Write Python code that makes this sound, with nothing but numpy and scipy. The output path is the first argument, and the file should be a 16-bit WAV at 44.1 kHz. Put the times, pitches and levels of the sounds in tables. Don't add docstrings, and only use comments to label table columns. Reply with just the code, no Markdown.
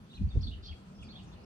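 import sys
import numpy as np
from scipy import signal
from scipy.io import wavfile
from scipy.ndimage import uniform_filter1d, map_coordinates

SR = 44100
rng = np.random.default_rng(int(sys.argv[2]) if len(sys.argv) > 2 else 0)


def wav_out(sig):
    wavfile.write(sys.argv[1], SR, np.round(np.clip(np.atleast_2d(sig).T, -1, 1) * 32767).astype(np.int16))


N = 63945
TIME = np.arange(N) / SR


def from_db(db):
    return 10 ** (np.asarray(db) / 20)


def unit_rms(x):
    return x / np.sqrt(np.mean(x ** 2) + 1e-20)


def gain_curve(rows):
    return from_db(np.interp(TIME, *np.transpose(rows)))


def pulse(peak_s, sigma_s):
    return np.exp(-.5 * ((TIME - peak_s) / sigma_s) ** 2)


def at_hz(rows, hz):
    freqs_hz, values = np.transpose(rows)
    return np.interp(np.log(hz), np.log(freqs_hz), values)


def band_noise(low_hz, high_hz):
    sos = signal.butter(2, [low_hz, min(high_hz, .45 * SR)], "band", fs=SR, output="sos")
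    white = rng.standard_normal((2, N + SR // 2))
    return unit_rms(signal.sosfilt(np.vstack([sos, sos]), white)[:, -N:])


def drift(rate_hz):
    pole = np.exp(-2 * np.pi * rate_hz / SR)
    return unit_rms(signal.lfilter([1], [1, -2 * pole, pole * pole], rng.standard_normal(N + SR))[-N:])


def stereo(mid, side, correlation):
    correlation = np.clip(correlation, -1, 1)
    return np.sqrt(1 + correlation) * mid + np.sqrt(1 - correlation) * side * np.array([[1], [-1]])


def left_leads(x, lead_ms):
    margin = SR // 100
    padded = np.pad(x[0], margin, mode="reflect", reflect_type="odd")
    positions = np.arange(N) + margin + lead_ms * SR / 1000
    return np.array([map_coordinates(padded, [positions]), x[1]])


# freq_hz, correlation
DIFFUSE_CORRELATION = [(210, 0.92), (420, 1), (1500, -0.12), (3000, -0.026)]


def diffuse_noise(spectrum, flicker_db, bands):
    edges_hz = np.geomspace(spectrum[0][0], spectrum[-1][0], bands + 1)
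    out = 0
    for low, high in zip(edges_hz, edges_hz[1:]):
        centre_hz = np.sqrt(low * high)
        gain = np.sqrt(high - low) * from_db(at_hz(spectrum, centre_hz) + flicker_db * drift(rate_hz=6.6))
        out += gain * stereo(*band_noise(low, high), at_hz(DIFFUSE_CORRELATION, centre_hz))
    return unit_rms(out)


# freq_hz, relative_density_db
ROAD_SPECTRUM = [(40, -6.5), (140, -1), (190, -4.5), (240, -8), (330, -9.5), (450, -14), (620, -17),
                 (900, -17.5), (1500, -24), (2000, -38.5), (3000, -23.5)]
# time_s, level_db
ROAD_LEVEL = [(0, -57), (.75, -55.5), (1.0, -54.5), (1.45, -51.5)]
# time_s, level_db
HUM_LEVEL = [(0, -55.5), (.15, -59), (.78, -62), (.92, -51), (1.1, -54.5), (1.45, -63.5)]


def traffic(hum_hz=197, wander_hz=24, tyres_end_db=-65, tyres_rise_db_per_s=23):
    pitch_hz = hum_hz + wander_hz * drift(rate_hz=25)
    hum = gain_curve(HUM_LEVEL) * unit_rms(np.sin(2 * np.pi * np.cumsum(pitch_hz) / SR))
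    tyres_db = tyres_end_db + tyres_rise_db_per_s * (TIME - TIME[-1])
    tyres = from_db(tyres_db) * band_noise(low_hz=390, high_hz=1040)
    road = gain_curve(ROAD_LEVEL) * diffuse_noise(ROAD_SPECTRUM, flicker_db=2.0, bands=18)
    return road + hum + tyres


# freq_hz, relative_density_db
LEAF_SPECTRUM = [(1200, 9.5), (3000, 3), (4500, 5), (7000, -3), (12000, -12.5), (16000, -23)]


def leaves(level_db=-68):
    return from_db(level_db) * diffuse_noise(LEAF_SPECTRUM, flicker_db=2.2, bands=9)


def turbulence(pair, window_s=0.03):
    power = uniform_filter1d(np.abs(signal.hilbert(pair)) ** 2 / 2, int(window_s * SR))
    return stereo(*(pair / np.sqrt(power)), correlation=0.78)


# time_s, relative_level_db
GUST_LEVEL = [(.03, -56.5), (.092, -92), (.16, -50), (.197, -41), (.207, -35.5), (.228, -26), (.266, -26),
              (.32, -48), (.35, -30.5), (.376, -21), (.405, -33.5), (.468, -34.5), (.53, -40.5),
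              (.68, -50.5), (.72, -37), (.79, -66.5), (.94, -61.5), (1.02, -46), (1.11, -55), (1.36, -53),
              (1.45, -57)]
# freq_hz, relative_density_db
GUST_SPECTRUM = [(20, -35), (35, -9.5), (55, 4.5), (85, 1.5), (125, -14), (200, -17), (300, -33.5),
                 (800, -64.5)]


def gust(gain_db=-3.5, bands=12):
    edges_hz = np.geomspace(GUST_SPECTRUM[0][0], GUST_SPECTRUM[-1][0], bands + 1)
    rumble = 0
    for low, high in zip(edges_hz, edges_hz[1:]):
        density = from_db(at_hz(GUST_SPECTRUM, np.sqrt(low * high)))
        rumble += np.sqrt(high - low) * density * band_noise(low, high)
    return from_db(gain_db) * gain_curve(GUST_LEVEL) * turbulence(rumble)


# start_s, length_s, start_hz, middle_hz, end_hz, relative_level_db, rasp_0_to_1
BIRD_NOTES = [ (0.099, 0.043, 3320, 3797, 2680, -60.5, 0.22), (.134, 0.048, 2646, 4150, 2560, -57, 0.12),
              (0.173, 0.016, 2692, 2480, 2410, -62.5, 0.08), (0.288, 0.014, 4500, 4540, 4500, -64, 0.14),
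              (0.305, 0.022, 3700, 3610, 3440, -58, 0.09), (0.407, 0.018, 4504, 4890, 5970, -57.5, 0.56),
              (0.426, 0.013, 3365, 3700, 3790, -55, 0.44), (0.431, 0.017, 4630, 4504, 4180, -47, 0.2),
              (0.469, 0.0142, 4065, 3402, 3920, -46, 0.17), (0.511, 0.018, 2747, 2974, 3180, -57.5, 0.12),
              (0.53, 0.013, 3235, 2976, 2720, -53.5, 0.04), (0.624, 0.055, 4460, 5170, 5000, -64, 0.61),
              (0.631, 0.035, 3460, 3900, 4210, -56, 0.57), (0.654, 0.032, 4430, 4677, 4640, -54.5, 0.28),
              (0.657, 0.038, 2950, 3270, 3450, -60.5, 0.45), (0.683, 0.024, 3172, 3297, 3210, -51, 0.15),
              (0.708, 0.027, 3110, 2564, 2540, -60.5, 0.29), (0.948, 0.045, 5450, 5290, 4990, -70, 0.23),
              (0.988, 0.057, 3170, 3340, 3200, -62.5, 0.15), (1.024, 0.0126, 2980, 2632, 2370, -55, 0.07),
              (1.036, 0.025, 2330, 2380, 2530, -66.5, .08), (1.03, 0.053, 4940, 4670, 4730, -66, 0.39),
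              (1.077, 0.015, 2500, 2306, 2150, -67, 0), (1.086, 0.039, 3484, 4340, 4350, -57.5, 0.1),
              (1.121, 0.029, 3620, 3335, 3440, -61, 0.27), (1.154, 0.013, 3250, 3490, 3970, -51, 0.1),
              (1.168, 0.037, 3625, 3327, 2930, -60.5, 0.46), (1.316, 0.027, 3550, 3660, 3760, -65, 0.54),
              (1.436, 0.017, 5000, 5320, 5420, -69, 0.1)]
# start_s, end_s
LEFT_BIRD_TURNS = [(0, .25), (.9, 1.06)]


def bird(on_left, gain_db=-0.5, left_minus_right_db=-1.2):
    rasp_rate_hz, rasp_swing_hz, rasp_flutter_db = 386, 613, 5
    edge_s, rasp_edge_s = .0055, 0.012
    out = np.zeros(N)
    for start_s, length_s, start_hz, middle_hz, end_hz, level_db, rasp in BIRD_NOTES:
        left_turn = any(begin <= start_s < end for begin, end in LEFT_BIRD_TURNS)
        if left_turn != on_left:
            continue
        progress = np.clip((TIME - start_s) / length_s, 0, 1)
        bend = np.polyfit([0, .5, 1], [start_hz, middle_hz, end_hz], 2)
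        pitch_hz = np.polyval(bend, progress) + rasp * rasp_swing_hz * drift(rasp_rate_hz)
        flutter = from_db(rasp * rasp_flutter_db * drift(rasp_rate_hz))
        whistle = unit_rms(np.sin(2 * np.pi * np.cumsum(pitch_hz) / SR) * flutter)
        inside_s = np.minimum(TIME - start_s, start_s + length_s - TIME)
        gate = np.clip(inside_s / (edge_s + rasp * rasp_edge_s) + .5, 0, 1)
        out += from_db(level_db + gain_db) * np.sin(np.pi / 2 * gate) ** 2 * whistle
    return out * from_db([[left_minus_right_db / 2], [-left_minus_right_db / 2]])


def rooftop_echoes(x, t60_s=0.3, delay_s=0.0017, echoes_per_s=3200):
    response = rng.standard_normal((2, N)) * (rng.random((2, N)) < echoes_per_s / SR)
    response *= (TIME > delay_s) * from_db(-60 * TIME / t60_s)
    response /= np.sqrt(np.sum(response ** 2, axis=1, keepdims=True))
    return signal.fftconvolve(x, response, axes=1)[:, :N]


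# peak_s, sigma_s, level_db, top_hz
EDDIES = [(0.214, 0.0082, -36, 230), (0.367, 0.0079, -44, 528), (0.48, 0.015, -46, 304)]


def eddies():
    return sum(from_db(level_db) * pulse(peak_s, sigma_s) * turbulence(band_noise(top_hz / 3, top_hz))
               for peak_s, sigma_s, level_db, top_hz in EDDIES)


# peak_s, sigma_s, level_db
FROND_BRUSHES = [(1.034, .011, -69), (1.245, 0.014, -72.5)]


def fronds():
    envelope = sum(from_db(db) * pulse(peak_s, sigma_s) for peak_s, sigma_s, db in FROND_BRUSHES)
    return envelope * band_noise(low_hz=5800, high_hz=9500)


def scene():
    left_bird = left_leads(bird(on_left=True), lead_ms=0.456)
    right_bird = left_leads(bird(on_left=False), lead_ms=-0.377)
    echoes = rooftop_echoes(from_db(-6.5) * left_bird + from_db(-1.5) * right_bird)
    foliage = leaves() + fronds()
    wind = gust() + eddies()
    road = left_leads(traffic(), lead_ms=0.37)
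    return road + foliage + wind + left_bird + right_bird + echoes


def record(dry, fade_s=.002, cutoff_hz=16500):
    ramp = np.clip(np.minimum(TIME, TIME[::-1]) / fade_s, 0, 1)
    lowpass = signal.cheby2(12, 70, cutoff_hz, fs=SR, output="sos")
    return signal.sosfilt(lowpass, dry * np.sin(np.pi / 2 * ramp) ** 2)


dry = scene()
out = record(dry)
wav_out(out)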